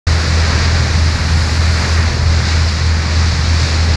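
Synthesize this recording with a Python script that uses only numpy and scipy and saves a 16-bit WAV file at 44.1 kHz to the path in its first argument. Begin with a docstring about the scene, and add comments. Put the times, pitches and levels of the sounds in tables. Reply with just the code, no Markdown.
"""Motor boat under way

On the open deck at sea, two diesel engines drone slightly out of step, so their tones throb about
three times a second; each tone is a cosine, and shaped noise adds a rough exhaust rumble.
The water churns, splashes, fizzes and sprays beside the hull: hiss and ringing bubbles that surge.
A little wind buffets the microphone: low noise whose loudness wanders."""
import sys
import numpy as np
from scipy import signal
from scipy.fft import rfft, irfft, next_fast_len
from scipy.io import wavfile
from scipy.ndimage import uniform_filter1d, minimum_filter1d

SR = 44100
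rng = np.random.default_rng(int(sys.argv[2]) if len(sys.argv) > 2 else 0)


def master(y):
    """Save y as 16-bit WAV."""
    cut = np.clip(np.atleast_2d(y).T, -1, 1)
    pcm = np.round(cut * 32767)  # scale
    wavfile.write(sys.argv[1], SR, pcm.astype(np.int16))


N = 174636   # length in samples, just under 4 s


def engines():
    """Two engines at nearly the same speed drift in and out of step, over their exhaust rumble."""
    port, starboard = firing_phase(40.185), firing_phase(41.785)   # firings per second
    return exhaust_tones(port, starboard) + exhaust_rumble(port)


IN_STEP_S = 1.975           # around this moment both engines fire together
TIMING_WANDER_S = 0.00007   # typical error in the firing times


def firing_phase(firing_hz):
    """An engine fires at a steady rate with slightly wandering timing; phase in radians."""
    time_s = np.arange(N) / SR - IN_STEP_S
    return 2 * np.pi * firing_hz * (time_s + TIMING_WANDER_S * drift(0.67))


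# Tones of the two exhausts, at multiples of the firing rate
# columns: multiple [times the firing rate], port_peak_db [dB], starboard_peak_db [dB]
EXHAUST_TONES = [(1, -34, -47), (2, -11, -20), (3, -29, -28), (4, -45, -30), (5, -40.5, -33)]


def exhaust_tones(port, starboard):
    """Regular firing makes tones at multiples of its rate; close pairs of tones beat together."""
    tones = 0
    for multiple, port_db, starboard_db in EXHAUST_TONES:
        pipe_phase = rng.uniform(0, 2 * np.pi)   # shared by both engines
        for phase, peak_db in ((port, port_db), (starboard, starboard_db)):
            tones = tones + from_db(peak_db) * np.cos(round(multiple) * phase + pipe_phase)
    return tones


# Colour of the exhaust and hull rumble
# columns: pitch_hz [Hz], relative_level_db [dB per Hz]
RUMBLE_COLOUR = [(8, -20), (22, -15), (33, -11), (46, -6), (60, -5.5), (74, -2.5), (92, -4.5), (108, -2),
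                 (123, .5), (155, -8.5), (200, -10), (250, -13.5), (340, -22), (600, -40)]
# Loudness of the rumble over time
# columns: time_s [s], level_db [dB]
RUMBLE_LEVEL = [(0, -23.5), (.9, -19), (1.7, -21.5), (2.4, -22.5), (2.7, -22.5), (3.0, -22), (3.96, -21.5)]
RUMBLE_PULSING = 0.38   # depth of the swell, as a fraction


def exhaust_rumble(port):
    """Rough noise from exhaust and hull swells with each firing of the port engine."""
    puffs = rng.standard_normal(N) * (1 + RUMBLE_PULSING * np.cos(port))
    return level(RUMBLE_LEVEL) * coloured(puffs, RUMBLE_COLOUR)


def water():
    """Deep churning, the splashing wake, and the foam and spray it leaves."""
    return churn() + wake() + foam_and_spray()


# Loudness of the water heaving along the hull
# columns: time_s [s], level_db [dB]
CHURN_LEVEL = [(0.07, -26.5), (0.33, -28), (0.58, -27), (0.76, -29), (1.2, -31), (1.6, -30.5), (2.0, -28),
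               (2.4, -30), (2.8, -32.5), (3.05, -31.0), (3.5, -31.5), (3.96, -28.5)]
# Colour of that heaving water
# columns: pitch_hz [Hz], relative_level_db [dB per Hz]
CHURN_COLOUR = [(150, -44), (260, -2), (330, 0), (480, -0.5), (650, -1), (900, -10.5), (1500, -20)]


def churn():
    """Water heaving along the hull blurs into low, smooth noise."""
    return surge(coloured(rng.standard_normal(N), CHURN_COLOUR), CHURN_LEVEL, flutter_db=0.5)


# Loudness of the breaking wake
# columns: time_s [s], level_db [dB]
WAKE_LEVEL = [(0.07, -24), (0.28, -24), (0.57, -21), (0.8, -24), (1.05, -25.5), (1.3, -24), (1.55, -25.5),
              (1.82, -23), (2.05, -23.0), (2.2, -28), (2.35, -26), (2.52, -23.5), (2.7, -27.5), (2.92, -26),
              (3.2, -25), (3.42, -26), (3.65, -24.5), (3.96, -25.5)]
# Colour of the breaking wake
# columns: pitch_hz [Hz], relative_level_db [dB per Hz]
WAKE_COLOUR = [(350, -56), (600, -15), (800, -2), (1150, -0.44), (1550, 1), (1950, 1.5), (2400, -3),
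               (2900, -10), (3400, -19), (5000, -42)]


def wake():
    """The breaking crest mixes larger, lower-pitched ringing bubbles with a smooth rush."""
    splashes = rush(bubbles(low_hz=648, high_hz=2800, cycles=7.8), share=0.072)
    return surge(coloured(splashes, WAKE_COLOUR), WAKE_LEVEL, flutter_db=0.2)


# Loudness of the bursting foam
# columns: time_s [s], level_db [dB]
FOAM_LEVEL = [(0.07, -24.5), (0.3, -24.5), (0.57, -22.5), (0.75, -24), (1.08, -25.7), (1.4, -25.5),
              (1.62, -25), (1.9, -24), (2.1, -26.5), (2.27, -27), (2.5, -23), (2.75, -25), (3.02, -27),
              (3.2, -24), (3.4, -25.5), (3.65, -23), (3.96, -25.5)]
# Colour of the bursting foam
# columns: pitch_hz [Hz], relative_level_db [dB per Hz]
FOAM_COLOUR = [(2200, -6), (3100, -11), (3550, -7), (4050, -1.7), (4550, -0.5), (5200, -3), (6100, -8),
               (6800, -12), (7600, -17), (8300, -31), (10000, -38), (12000, -65)]
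# Loudness of the finest spray
# columns: time_s [s], level_db [dB]
SPRAY_LEVEL = [(0.07, -45), (0.65, -50), (1.2, -47), (1.35, -45), (1.9, -45), (2.22, -52.0), (2.47, -48.5),
               (2.7, -49.8), (3.03, -52), (3.35, -51), (3.68, -47.8), (3.96, -52)]
# Colour of the finest spray
# columns: pitch_hz [Hz], relative_level_db [dB per Hz]
SPRAY_COLOUR = [(6500, -4), (8000, -3.5), (8800, -4), (10000, -5.5), (11000, -13), (12800, -20),
                (14200, -23), (15000, -33)]


def foam_and_spray():
    """Small, high bubbles make one fizz, heard in a foam band and in a higher spray band."""
    fizz = rush(bubbles(low_hz=2960, high_hz=13000, cycles=5.1), share=0.13)
    foam = surge(coloured(fizz, FOAM_COLOUR), FOAM_LEVEL, flutter_db=0.48)
    spray = surge(coloured(fizz, SPRAY_COLOUR), SPRAY_LEVEL, flutter_db=0.48)
    return foam + spray


FLUTTERS_PER_S = 11.6


def surge(sound, levels, flutter_db):
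    """Water rises and falls with the waves and flutters as it tumbles."""
    return sound * level(levels) * from_db(flutter_db * drift(FLUTTERS_PER_S))


BUBBLES_PER_S, BUBBLE_SPREAD_DB = 4000, 2.5


def bubbles(low_hz, high_hz, cycles, count=20):
    """Bubbles burst at random, in many sizes and pitches, each ringing for a few cycles."""
    size_db = BUBBLE_SPREAD_DB * np.minimum(rng.exponential(1, N), 5)
    sizes = from_db(size_db) * rng.choice([-1, 1], N)
    bursts = sizes * (rng.random(N) < BUBBLES_PER_S / SR)
    pitch_number = rng.integers(0, count, N)   # deals every burst to one of the pitches
    total = 0
    for number, hz in enumerate(np.geomspace(low_hz, high_hz, count)):
        clicks = bursts * (pitch_number == number)
        total = total + hz * ring(clicks, hz, cycles / hz)   # higher pitches ring more strongly
    return rms_one(total)


def ring(clicks, hz, t60):
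    """Each click starts a sine that decays by 60 dB in t60 seconds."""
    decay = from_db(-60 / (t60 * SR))   # gain per sample
    turn = 2 * np.pi * hz / SR          # radians per sample
    feedback = [1, -2 * decay * np.cos(turn), decay ** 2]
    return signal.lfilter([0, np.sin(turn)], feedback, clicks + 1e-18)


def rush(grains, share):
    """Near, distinct bursts get a share of the power; the smooth hiss of far ones gets the rest."""
    return np.sqrt(share) * grains + np.sqrt(1 - share) * rng.standard_normal(N)


# Colour of the wind on the microphone
# columns: pitch_hz [Hz], relative_level_db [dB per Hz]
WIND_COLOUR = [(10, -16), (36, 5), (90, 10), (200, -30), (500, -44)]
WIND_DB, GUST_DB, GUSTS_PER_S = -33.5, 5.5, 3.5   # middle level, its typical wander and speed


def wind():
    """Wind buffets the microphone: low noise with a lumpy, wandering level."""
    gusts = from_db(WIND_DB + GUST_DB * drift(GUSTS_PER_S))
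    return gusts * coloured(rng.standard_normal(N), WIND_COLOUR)


def from_db(db):
    """Turn decibels into a gain."""
    return 10 ** (np.asarray(db) / 20)


def rms_one(x):
    """Scale to unit power."""
    return x / np.sqrt(np.mean(x ** 2) + 1e-20)


def level(rows):
    """Draw a gain over time through (time_s, level_db) points."""
    time_s, level_db = np.transpose(rows)
    return from_db(np.interp(np.arange(N) / SR, time_s, level_db))


def drift(rate):
    """Smooth random wander at about `rate` turns a second, with a spread of 1."""
    step = 40   # samples between the points of the slow curve
    r = np.exp(-2 * np.pi * step * rate / SR)
    noise = rng.standard_normal(N // step + 2002)
    slow = signal.lfilter([1], [1, -2 * r, r * r], noise)[2000:]   # drop the filter's start-up
    return np.interp(np.arange(N) / step, np.arange(len(slow)), rms_one(slow))


def coloured(x, spectrum):
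    """Weight each pitch by (pitch_hz, level_db) points, silent outside them; unit power."""
    pitch_hz, level_db = np.transpose(spectrum)
    size = next_fast_len(N + SR)
    bins = np.maximum(np.fft.rfftfreq(size, 1 / SR), 1)
    bins_db = np.interp(np.log(bins), np.log(pitch_hz), level_db, left=-np.inf, right=-np.inf)
    return rms_one(irfft(rfft(x, size) * from_db(bins_db), size)[:N])


def scene():
    """Engines, water and wind add up at one microphone on deck."""
    return (engines() + water() + wind())[None, :]


START_S, FADE_S = 0.067, 0.004    # silence before the sound cuts in; length of each edge
CEILING, LIMITER_S = 0.78, 0.008  # peak size where limiting begins; smoothing time
CUTOFF_HZ = 14900


def record(dry):
    """The sound cuts in and out abruptly; a fast limiter holds down peaks; the top is cut off."""
    t, size = np.arange(N) / SR, int(LIMITER_S * SR)
    running = np.clip(np.minimum(t - START_S, t[-1] - t) / FADE_S, 0, 1)
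    headroom = CEILING / np.maximum(np.abs(dry), CEILING)
    # hold the lowest gain around each peak, then smooth it
    gain = uniform_filter1d(minimum_filter1d(headroom, 2 * size), size)
    low_pass = signal.ellip(10, .1, 90, CUTOFF_HZ, fs=SR, output="sos")
    return signal.sosfilt(low_pass, dry * gain * running)


dry = scene()
out = record(dry)
master(out)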